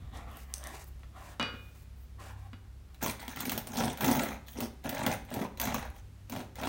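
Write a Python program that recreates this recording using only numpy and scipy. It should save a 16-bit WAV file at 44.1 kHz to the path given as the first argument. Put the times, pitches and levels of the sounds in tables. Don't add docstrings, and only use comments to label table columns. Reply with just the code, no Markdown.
import sys
import numpy as np
from scipy import signal
from scipy.fft import rfft, irfft
from scipy.io import wavfile

SR = 44100
rng = np.random.default_rng(int(sys.argv[2]) if len(sys.argv) > 2 else 0)


def generate_wav(sig):
    pcm = np.round(np.clip(np.atleast_2d(sig).T, -1, 1) * 32767).astype(np.int16)
    wavfile.write(sys.argv[1], SR, pcm)


N = 294940

# [f/Hz, level/dB per Hz]
AIR_SPECTRUM = [(12, -23), (20, -36), (48, 3), (79, -10), (116, -9.5), (168, -13), (399, -23.5), (513, -26),
                (660, -28), (2390, -33.5), (10500, -42.5), (13500, -44), (16000, -44)]
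# [f/Hz, width/Hz, rms level/dB]
HUM_BANDS = [(47, 18, -78), (64.93, 1.4, -52.5), (98.43, 1.64, -56.5), (137.5, 9.6, -66)]
# [start t/s, speed-up t/s, hold t/s, slow-down t/s, level/dB]
WORKTOP_SHAKES = [(-.1, 0.09, 0.096, 0.37, -43.5), (.6, 0.22, 0.26, 0.28, -53.5),
                  (1.7, 0.25, 1, 0.15, -56.5), (3.35, .2, 0.35, 0.17, -55), (4.0, 0.094, 0.12, 0.55, -54),
                  (4.9, 0.085, 0.093, 0.33, -50), (5.5, 0.25, 0.077, 0.34, -47.5)]
# [f/Hz, width/Hz, level/dB]
LOAF_MODES = [(135.3, 31, 0.5), (180, 40, -2), (243, 62, 6), (289.6, 47, -2), (341.4, 29, -8),
              (662, 103, -9.5), (754.6, 26, -2.5), (944, 31, -10)]
# [f/Hz, level/dB per Hz]
SCRAPE_SPECTRUM = [(120, -5), (200, 9.5), (269, -4.5), (325, -3), (929, 2), (1800, -4.5), (5000, -18),
                   (6500, -39), (11000, -120)]
# [f/Hz, level/dB per Hz]
FLOUR_SPECTRUM = [(1760, -4), (3000, -3), (3170, -17), (3790, -7), (6800, -6.5), (10800, -7.5), (15500, 5)]
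# [start t/s, speed-up t/s, hold t/s, slow-down t/s,
# scrape level/dB, hum level/dB, floury hiss level/dB, finest hiss level/dB]
SLIDE_MOVES = [(-.05, 0.045, 0.1, 0.039, -64, -71, -91, -85),
               (0.1, 0.055, 0.02, 0.15, -49.5, -64, -59, -71),
               (0.24, 0.065, 0.037, 0.081, -52, -78, -64.5, -69),
               (0.33, 0.051, 0.048, 0.051, -60, -71, -60, -62),
               (0.43, 0.066, 0.12, 0.044, -60, -74, -72, -67),
               (0.53, 0.0067, 0.036, 0.047, -77, -81, -76, -58),
               (0.59, 0.069, 0.068, 0.089, -50, -69, -56.5, -66),
               (0.71, 0.048, 0.058, 0.066, -63.5, -69, -54.5, -62),
               (0.86, 0.012, 0.012, .02, -76, -80, -70, -55), (0.98, 0.015, .04, 0.033, -80, -77, -74, -81),
               (1.11, 0.076, 0.13, 0.076, -55, -64.5, -62, -67),
               (1.4, 0.027, 0.27, 0.11, -77, -82, -78, -70), (1.7, 0.06, 0.063, 0.053, -81, -85, -72, -66),
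               (1.93, 0.056, .05, .06, -87, -84, -82, -67), (2.17, 0.037, 0.083, 0.096, -54, -56, -60, -67),
               (2.34, 0.048, 0.078, 0.046, -64.5, -63, -73, -75),
               (2.6, 0.028, 0.037, 0.059, -72, -78, -90, -85),
               (2.84, 0.069, 0.088, 0.065, -72, -78, -89, -80)]
# [f/Hz, width/Hz, level/dB]
FLAKE_MODES = [(3500, 1400, -40), (6220, 550, 10.5), (8700, 1400, 10.5)]
# [t/s, ring peak level/dB, top click re ring level/dB]
FLAKE_TICKS = [(0.173, -39, -15), (.315, -53, 10), (0.37, -47, 15), (.539, -14.5, -26), (0.544, -38, -8),
               (0.553, -38, -20), (.569, -36, -15), (.581, -29.5, -10), (.639, -27.5, -11), (.671, -27, -2),
               (.842, -49, 11), (0.994, -54, -5)]
# [f/Hz, level/dB, longest t60 t/s]
KNIFE_MODES = [(479, -13, .5), (576, -7, .3), (824, -8, .3), (899, -2, .2), (1017, -4, .2), (1093, 0, .2),
               (1152, -3, .5), (1254, -7, .45), (1427, -4, .45), (1577, -6, .3), (1653, -10, .45),
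               (2155, -6, .25), (2277, -4, .2), (2455, -1, .65), (2915, 3, .42), (3400, -8, .25),
               (3526, -5, .5), (3862, -6, .3), (4646, -4, .28), (4829, -14, .3), (5911, -24, .3)]
# [f/Hz, level/dB per Hz]
CLATTER_SPECTRUM = [(120, -31), (200, -10.5), (572, 0), (620, -17), (1140, -3.5), (2680, -8.5),
                    (3000, -27.5), (3250, -10), (9000, -43.5), (11700, -78), (19800, -120)]
# [t/s, thud peak level/dB, steel ring re thud level/dB,
# bright contact gain level/dB, clatter re thud level/dB, clatter t60 t/s]
KNIFE_KNOCKS = [(1.033, -45.5, -22, 24, -6.5, 0.086), (1.397, -18.5, -1.5, 12, -11, 0.37),
                (1.412, -25, -14, 9, -11, .1), (1.428, -24, -9, 9, -9, 0.25),
                (1.54, -40, -17, -8, -6, 0.15), (2.532, -36.5, -5, 0, -9, 0.07)]
# [f/Hz, level/dB per Hz]
CRUST_SPECTRUM = [(1470, -29), (2500, -2.5), (4270, -4), (4620, -5), (4950, -8), (6110, -2.5), (7650, -7.5),
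                  (9150, -7), (10200, -14), (10800, -9), (11600, -7.5), (14900, 0), (16000, 8)]
# [t/s, peak level/dB, centre f/Hz]
CRUST_SPLITS = [(2.945, -37, 4000), (3.0252, -23, 14700), (3.062, -15, 14800), (3.2805, -18.5, 3300),
                (3.361, -24.5, 3260), (3.405, -15, 15300), (3.4537, -15.5, 14700), (3.4955, -11.5, 3260),
                (3.518, -13.5, 14400), (3.529, -21, 14400), (3.5774, -13.5, 15000), (3.6713, -24, 9300),
                (3.7728, -17.5, 5700), (3.9739, -23.5, 13800), (4.009, -16, 15300), (4.0446, -13, 12200),
                (4.08, -15, 6560), (4.113, -15, 9600), (4.195, -18.5, 6800), (4.2354, -17, 14700),
                (4.483, -27, 3140), (4.605, -18.5, 15700), (4.647, -33.5, 3380), (4.84, -31, 3800),
                (4.8927, -14.5, 16500), (4.948, -23.5, 6560), (4.9808, -22, 6400), (4.992, -25, 14700),
                (5.064, -12, 3400), (5.116, -22, 6360), (5.126, -20, 9600), (5.137, -23, 9400),
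                (5.2503, -35, 12000), (5.3036, -30, 3200), (5.3402, -22, 14000), (5.4116, -36, 3950),
                (5.4548, -45, 3500), (5.5736, -29, 4090), (5.5993, -14, 14300), (5.615, -11.5, 14700),
                (5.653, -17.5, 15000), (5.743, -17, 6400), (5.852, -36, 12000), (5.9018, -37, 11500),
                (5.9626, -41, 3300), (6.2973, -28.5, 15400), (6.322, -28, 7000), (6.3618, -29, 3380),
                (6.556, -25.5, 3600), (6.614, -28, 3170), (6.6567, -21.5, 3280)]
# [t/s, peak level/dB, centre f/Hz]
CRUMB_BITES = [(3.026, -25.5, 670), (3.06, -24.5, 970), (3.28, -34.5, 660), (3.359, -40, 880),
               (3.37, -29.5, 1140), (3.4, -34.5, 1120), (3.452, -43, 2400), (3.494, -32, 2400),
               (3.519, -27, 1000), (3.576, -25.5, 640), (3.67, -39, 643), (3.733, -33, 622),
               (3.778, -28.5, 861), (3.804, -20.5, 526), (3.836, -23, 832), (3.88, -27, 700),
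               (4.007, -26, 885), (4.046, -23, 930), (4.083, -21.5, 945), (4.113, -20, 725),
               (4.151, -23.5, 750), (4.193, -24, 2300), (4.307, -33.5, 773), (4.606, -36, 563),
               (4.845, -35, 732), (4.893, -34, 665), (4.927, -28, 610), (4.992, -25, 596), (5.03, -30, 500),
               (5.065, -23, 646), (5.315, -44, 595), (5.341, -40, 533), (5.36, -31, 606), (5.391, -32, 670),
               (5.414, -34.5, 1880), (5.438, -36, 732), (5.598, -34.5, 640), (5.615, -36, 780),
               (5.653, -33, 750), (5.672, -22.5, 770), (5.722, -26, 762), (5.744, -22, 1050),
               (5.78, -29, 926), (5.826, -31.5, 743), (6.298, -41, 751), (6.323, -33, 930),
               (6.335, -36, 738), (6.352, -28.5, 700), (6.363, -29.5, 646), (6.403, -34, 1030),
               (6.584, -33, 775), (6.614, -33, 729), (6.633, -26, 759), (6.653, -28, 770),
               (6.671, -23.5, 716)]
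# [f/Hz, level/dB per Hz]
RASP_SPECTRUM = [(290, -16), (500, 2.5), (849, 4.5), (926, 5.5), (1050, -1), (2000, -0.5), (5000, -20),
                 (6500, -49), (11000, -120)]
# [start t/s, speed-up t/s, hold t/s, slow-down t/s,
# drumming level/dB, rasp level/dB, crackle level/dB, finest fizz level/dB], before sinking, stalls and bunching
SAW_STROKES = [(3.005, 0.031, 0.024, 0.1, -33.5, -36.5, -39.5, -33),
               (3.19, 0.014, 0.024, 0.077, -52, -47, -52, -46),
               (3.275, 0.0083, 0.013, 0.12, -45.5, -49, -54.5, -48),
               (3.35, 0.059, 0.14, 0.1, -42.5, -43, -45, -52),
               (3.66, 0.0097, .01, 0.22, -51, -54, -57.5, -49),
               (3.71, 0.092, 0.042, 0.14, -31, -39.5, -39.5, -39),
               (3.975, 0.064, 0.13, 0.24, -30, -36.5, -40, -27.5),
               (4.46, 0.013, 0.055, 0.052, -67, -63.5, -59.5, -46),
               (4.54, 0.057, 0.042, 0.057, -38, -48.5, -47, -61),
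               (4.833, 0.014, 0.12, 0.064, -43, -43.5, -54.5, -55),
               (4.95, 0.11, 0.029, 0.1, -34, -37.5, -45, -50),
               (5.26, 0.11, 0.065, 0.051, -33.5, -43.5, -50.5, -47),
               (5.575, 0.053, 0.11, 0.17, -43, -38, -44.5, -49),
               (5.93, 0.028, 0.021, 0.04, -72, -64, -64.5, -68),
               (6.28, 0.056, 0.028, 0.13, -40.5, -49.5, -50.5, -50),
               (6.55, 0.091, .1, .05, -39.5, -41.5, -44.5, -45)]

AIR_DB = -62
ROOM_DB, ROOM_T60_S, ROOM_TOP_T60_S = -7.5, 0.45, 0.26
TOP_HZ = 15850
FIZZ_HZ = 9800
SLIDE_POWER = (1.2, 2.6, 3.2, 1.8)
SAW_POWER, SINK_DB_PER_S = (1.75, 0.63, 0.81, 1.3), (2.5, -7, -20.5, -31)
STALL_DB, STALL_S = (2.3, 6.6, 6, 3), 0.01
HELD_RING = 1.8
SNAP_DB, SHOWER_DB, SHOWER_S = 5.5, -6, 0.018
INTO_LOAF_DB = -12.5
BREAK_THROUGH_S, BREAK_TAKES_S, RASP_EDGE_HZ = 3.44, 0.078, 1400


def undb(db):
    return 10 ** (np.asarray(db) / 20)


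def level(x, db):
    return x * undb(db) / np.sqrt(np.mean(x ** 2))


def colour(x, points):
    hz, db = np.transpose(points)
    size = 4096
    f = np.maximum(np.arange(size // 2 + 1) * SR / size, 1)
    log_gain = np.interp(np.log(f), np.log(hz), db) * np.log(10) / 20
    cepstrum = irfft(log_gain)
    cepstrum[1:size // 2] *= 2
    cepstrum[size // 2 + 1:] = 0
    response = irfft(np.exp(rfft(cepstrum)))
    return signal.fftconvolve(x, response)[:len(x)]


def band(x, hz, width_hz):
    return signal.lfilter(*signal.iirpeak(min(hz, .45 * SR), hz / width_hz, SR), x)


def walk(rate, size=N):
    k = int(SR / rate)
    steps = rng.standard_normal(size // k + 2)
    return np.interp(np.arange(size) / k, np.arange(len(steps)), steps) * 1.2


def grains(rate, spread_db, tail_s):
    when, size = rng.random(N), rng.exponential(size=N)
    bursts = (when < rate / SR) * undb(spread_db * np.minimum(size, 4))
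    fade = np.exp(-1 / (tail_s * SR))
    envelope = signal.lfilter([1], [1, -fade], bursts)
    return level(envelope * rng.standard_normal(N), 0)


def shifting(x, low_hz, count, rate, spread_db):
    centres = low_hz * 2 ** (np.arange(count) / 3)
    return sum((-1) ** k * undb(spread_db * walk(rate)) * band(x, hz, hz / 5.6)
               for k, hz in enumerate(centres))


def parts(x):
    return [signal.sosfilt(signal.butter(4, FIZZ_HZ, kind, fs=SR, output="sos"), x)
            for kind in ("low", "high")]


def add(out, s, db, sound):
    part = out[int(s * SR):][:len(sound)]
    part += undb(db) * sound[:len(part)] / abs(sound).max()


def moves(table, powers, sink_db_per_s):
    t, gains = np.arange(N) / SR, np.zeros((len(powers), N))
    for s, rise, hold, fall, *dbs in table:
        at = slice(max(int(s * SR), 0), int((s + rise + hold + fall) * SR))
        age = t[at] - s
        ramp = np.clip(np.minimum(age / rise, (rise + hold + fall - age) / fall), 0, 1)
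        speed = np.sin(np.pi / 2 * ramp)
        for gain, db, power, sink in zip(gains, dbs, powers, sink_db_per_s):
            gain[at] += undb(db + sink * age) * speed ** (2 * power)
    return gains


def kitchen():
    air = colour(rng.standard_normal(N), AIR_SPECTRUM)
    above_rumble = signal.sosfilt(signal.butter(4, 110, "high", fs=SR, output="sos"), air)
    air *= undb(AIR_DB + .8 * walk(3)) / np.std(above_rumble)
    hum = sum(level(band(band(rng.standard_normal(N), hz, width), hz, width), db)
              for hz, width, db in HUM_BANDS)
    return air + hum


def room(dry):
    t = np.arange(SR) / SR
    noise = rng.standard_normal(SR) * np.clip(t / 0.0014 - .5, 0, 1)
    low = signal.lfilter(*signal.butter(1, 3500, fs=SR), noise)
    treble = noise - low
    tail = low * 1000. ** (-t / ROOM_T60_S) + treble * 1000. ** (-t / ROOM_TOP_T60_S)
    return undb(ROOM_DB) * signal.fftconvolve(dry, tail / np.sqrt(np.sum(tail ** 2)))[:N]


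def worktop():
    gain = moves(WORKTOP_SHAKES, [.6], [0])[0]
    return gain * level(band(band(rng.standard_normal(N), 56, 48), 56, 48), 0)


def loaf(force, wander_db=0):
    return sum((-1) ** k * undb(db + wander_db * walk(9, size=len(force))) * band(force, hz, width)
               for k, (hz, width, db) in enumerate(LOAF_MODES))


def slide():
    rub = grains(2500, 0.94, 0.0043)
    contact = shifting(colour(rub, SCRAPE_SPECTRUM), 289.0, count=12, rate=11.99, spread_db=3.5)
    scrape = level(contact, 0) + level(loaf(rub), -15.5)
    hum = level(band(rub, 770, 52), 0)
    flour = colour(grains(4000, 0.94, 0.0024), FLOUR_SPECTRUM)
    hiss, fine = (level(x, 0) * undb(1.6 * walk(27.9)) for x in parts(flour))
    gains = moves(SLIDE_MOVES, SLIDE_POWER, np.zeros(len(SLIDE_POWER)))
    return (gains * [scrape, hum, hiss, fine]).sum(axis=0)


def ticks():
    out, t = np.zeros(N), np.arange(256) / SR
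    click = np.exp(-t / .00003)
    ring = sum(undb(g) * band(click, hz, width) for hz, width, g in FLAKE_MODES)
    top = band(band(click, 13000, 5000), 13400, 5000)
    for s, db, top_db in FLAKE_TICKS:
        add(out, s + 0.00075, db, ring)
        add(out, s + 0.001, db + top_db, top)
    return out


def knocks():
    out, t = np.zeros(N), np.arange(SR // 2) / SR
    noises = rng.standard_normal((len(KNIFE_KNOCKS), len(t)))
    for (s, db, ring_db, bright_db, clatter_db, t60), noise in zip(KNIFE_KNOCKS, noises):
        push = np.exp(-t / .0012) * noise
        bright = undb(bright_db) * band(band(push, 1100, 930), 1450, 2600)
        ring = np.zeros(len(t))
        for hz, mode_db, mode_t60 in KNIFE_MODES:
            grip_db = 2.0 * walk(30, size=len(t))
            fade = np.exp(-np.log(1000) * t / min(mode_t60, HELD_RING * t60))
            ring += undb(mode_db + grip_db) * np.sin(2 * np.pi * hz * t) * fade
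        clatter = colour(noise[::-1], CLATTER_SPECTRUM) * np.exp(-np.log(1000) * t / t60)
        add(out, s, db, bright + 2.9 * loaf(push))
        add(out, s, db + ring_db, ring)
        add(out, s, db + clatter_db, clatter)
    return out


def splits():
    out, t = np.zeros(N), np.arange(2048) / SR
    noises = rng.standard_normal((len(CRUST_SPLITS), 3, len(t)))
    for (s, db, hz), noise in zip(CRUST_SPLITS, noises):
        snap = undb(SNAP_DB) * np.exp(-t / 0.00087)
        shower = undb(SHOWER_DB) * np.exp(-t / SHOWER_S)
        fade = snap + np.exp(-t / 0.004) + shower
        spray, crunch = noise[:2] * undb(7.5 * noise[2]) * fade
        add(out, s, db, band(spray, hz, 0.068 * hz) + 0.51 * colour(spray, CRUST_SPECTRUM))
        add(out, s, db + INTO_LOAF_DB, band(crunch, 1880, 1770))
    return out


def bites():
    out, t = np.zeros(N), np.arange(2048) / SR
    shove = -t * np.exp(-t / 0.00059)
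    for (s, db, hz), noise in zip(CRUMB_BITES, rng.standard_normal((len(CRUMB_BITES), len(t)))):
        tear = noise * (1 - np.exp(-t / 0.00023)) * np.exp(-t / 0.0067)
        spot = band(tear, hz, 0.32 * hz) + 0.072 * band(tear, 2000, 640)
        add(out, s, db, spot + 0.34 * loaf(tear) + 1400.0 * loaf(shove))
    return out


def stalls():
    t = np.arange(N) / SR
    when = np.sort([s for s, *_ in CRUMB_BITES] + [N])
    until = when[np.searchsorted(when, t)] - t
    return undb(-np.outer(STALL_DB, np.exp(-until / STALL_S)))


def softening(rasp):
    through = np.tanh((np.arange(N) / SR - BREAK_THROUGH_S) / BREAK_TAKES_S)
    low_db = 5 * (through - 0.5)
    low = signal.sosfilt(signal.butter(2, RASP_EDGE_HZ, "low", fs=SR, output="sos"), rasp)
    return rasp + (undb(low_db) - 1) * low


def saw():
    bunch = walk(45)
    drum = loaf(grains(900, 1.8, 0.0006), wander_db=2.0)
    rasp = shifting(colour(grains(700, 3.4, 0.0021), RASP_SPECTRUM), 507.5, count=10, rate=50, spread_db=2.5)
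    crackle = shifting(colour(grains(1000, 2.3, 0.0014), CRUST_SPECTRUM), 3265, count=6, rate=45, spread_db=3.5)
    fizz = parts(colour(grains(1400, 4.0, 0.00087), CRUST_SPECTRUM))[1]
    drum, rasp, crackle, fizz = (level(x, 0) * undb(swell_db * bunch)
                                 for x, swell_db in ((drum, 0.4), (rasp, 0.5), (crackle, 0.9), (fizz, 1.3)))
    gains = moves(SAW_STROKES, SAW_POWER, SINK_DB_PER_S) * stalls()
    return (gains * [drum, softening(rasp), crackle, fizz]).sum(axis=0)


def scene():
    board = saw() + slide() + ticks() + splits() + bites() + knocks()
    return (board + room(board) + worktop() + kitchen())[None]


def record(dry):
    return signal.sosfilt(signal.ellip(10, .2, 70, TOP_HZ, fs=SR, output="sos"), dry)


dry = scene()
out = record(dry)
generate_wav(out)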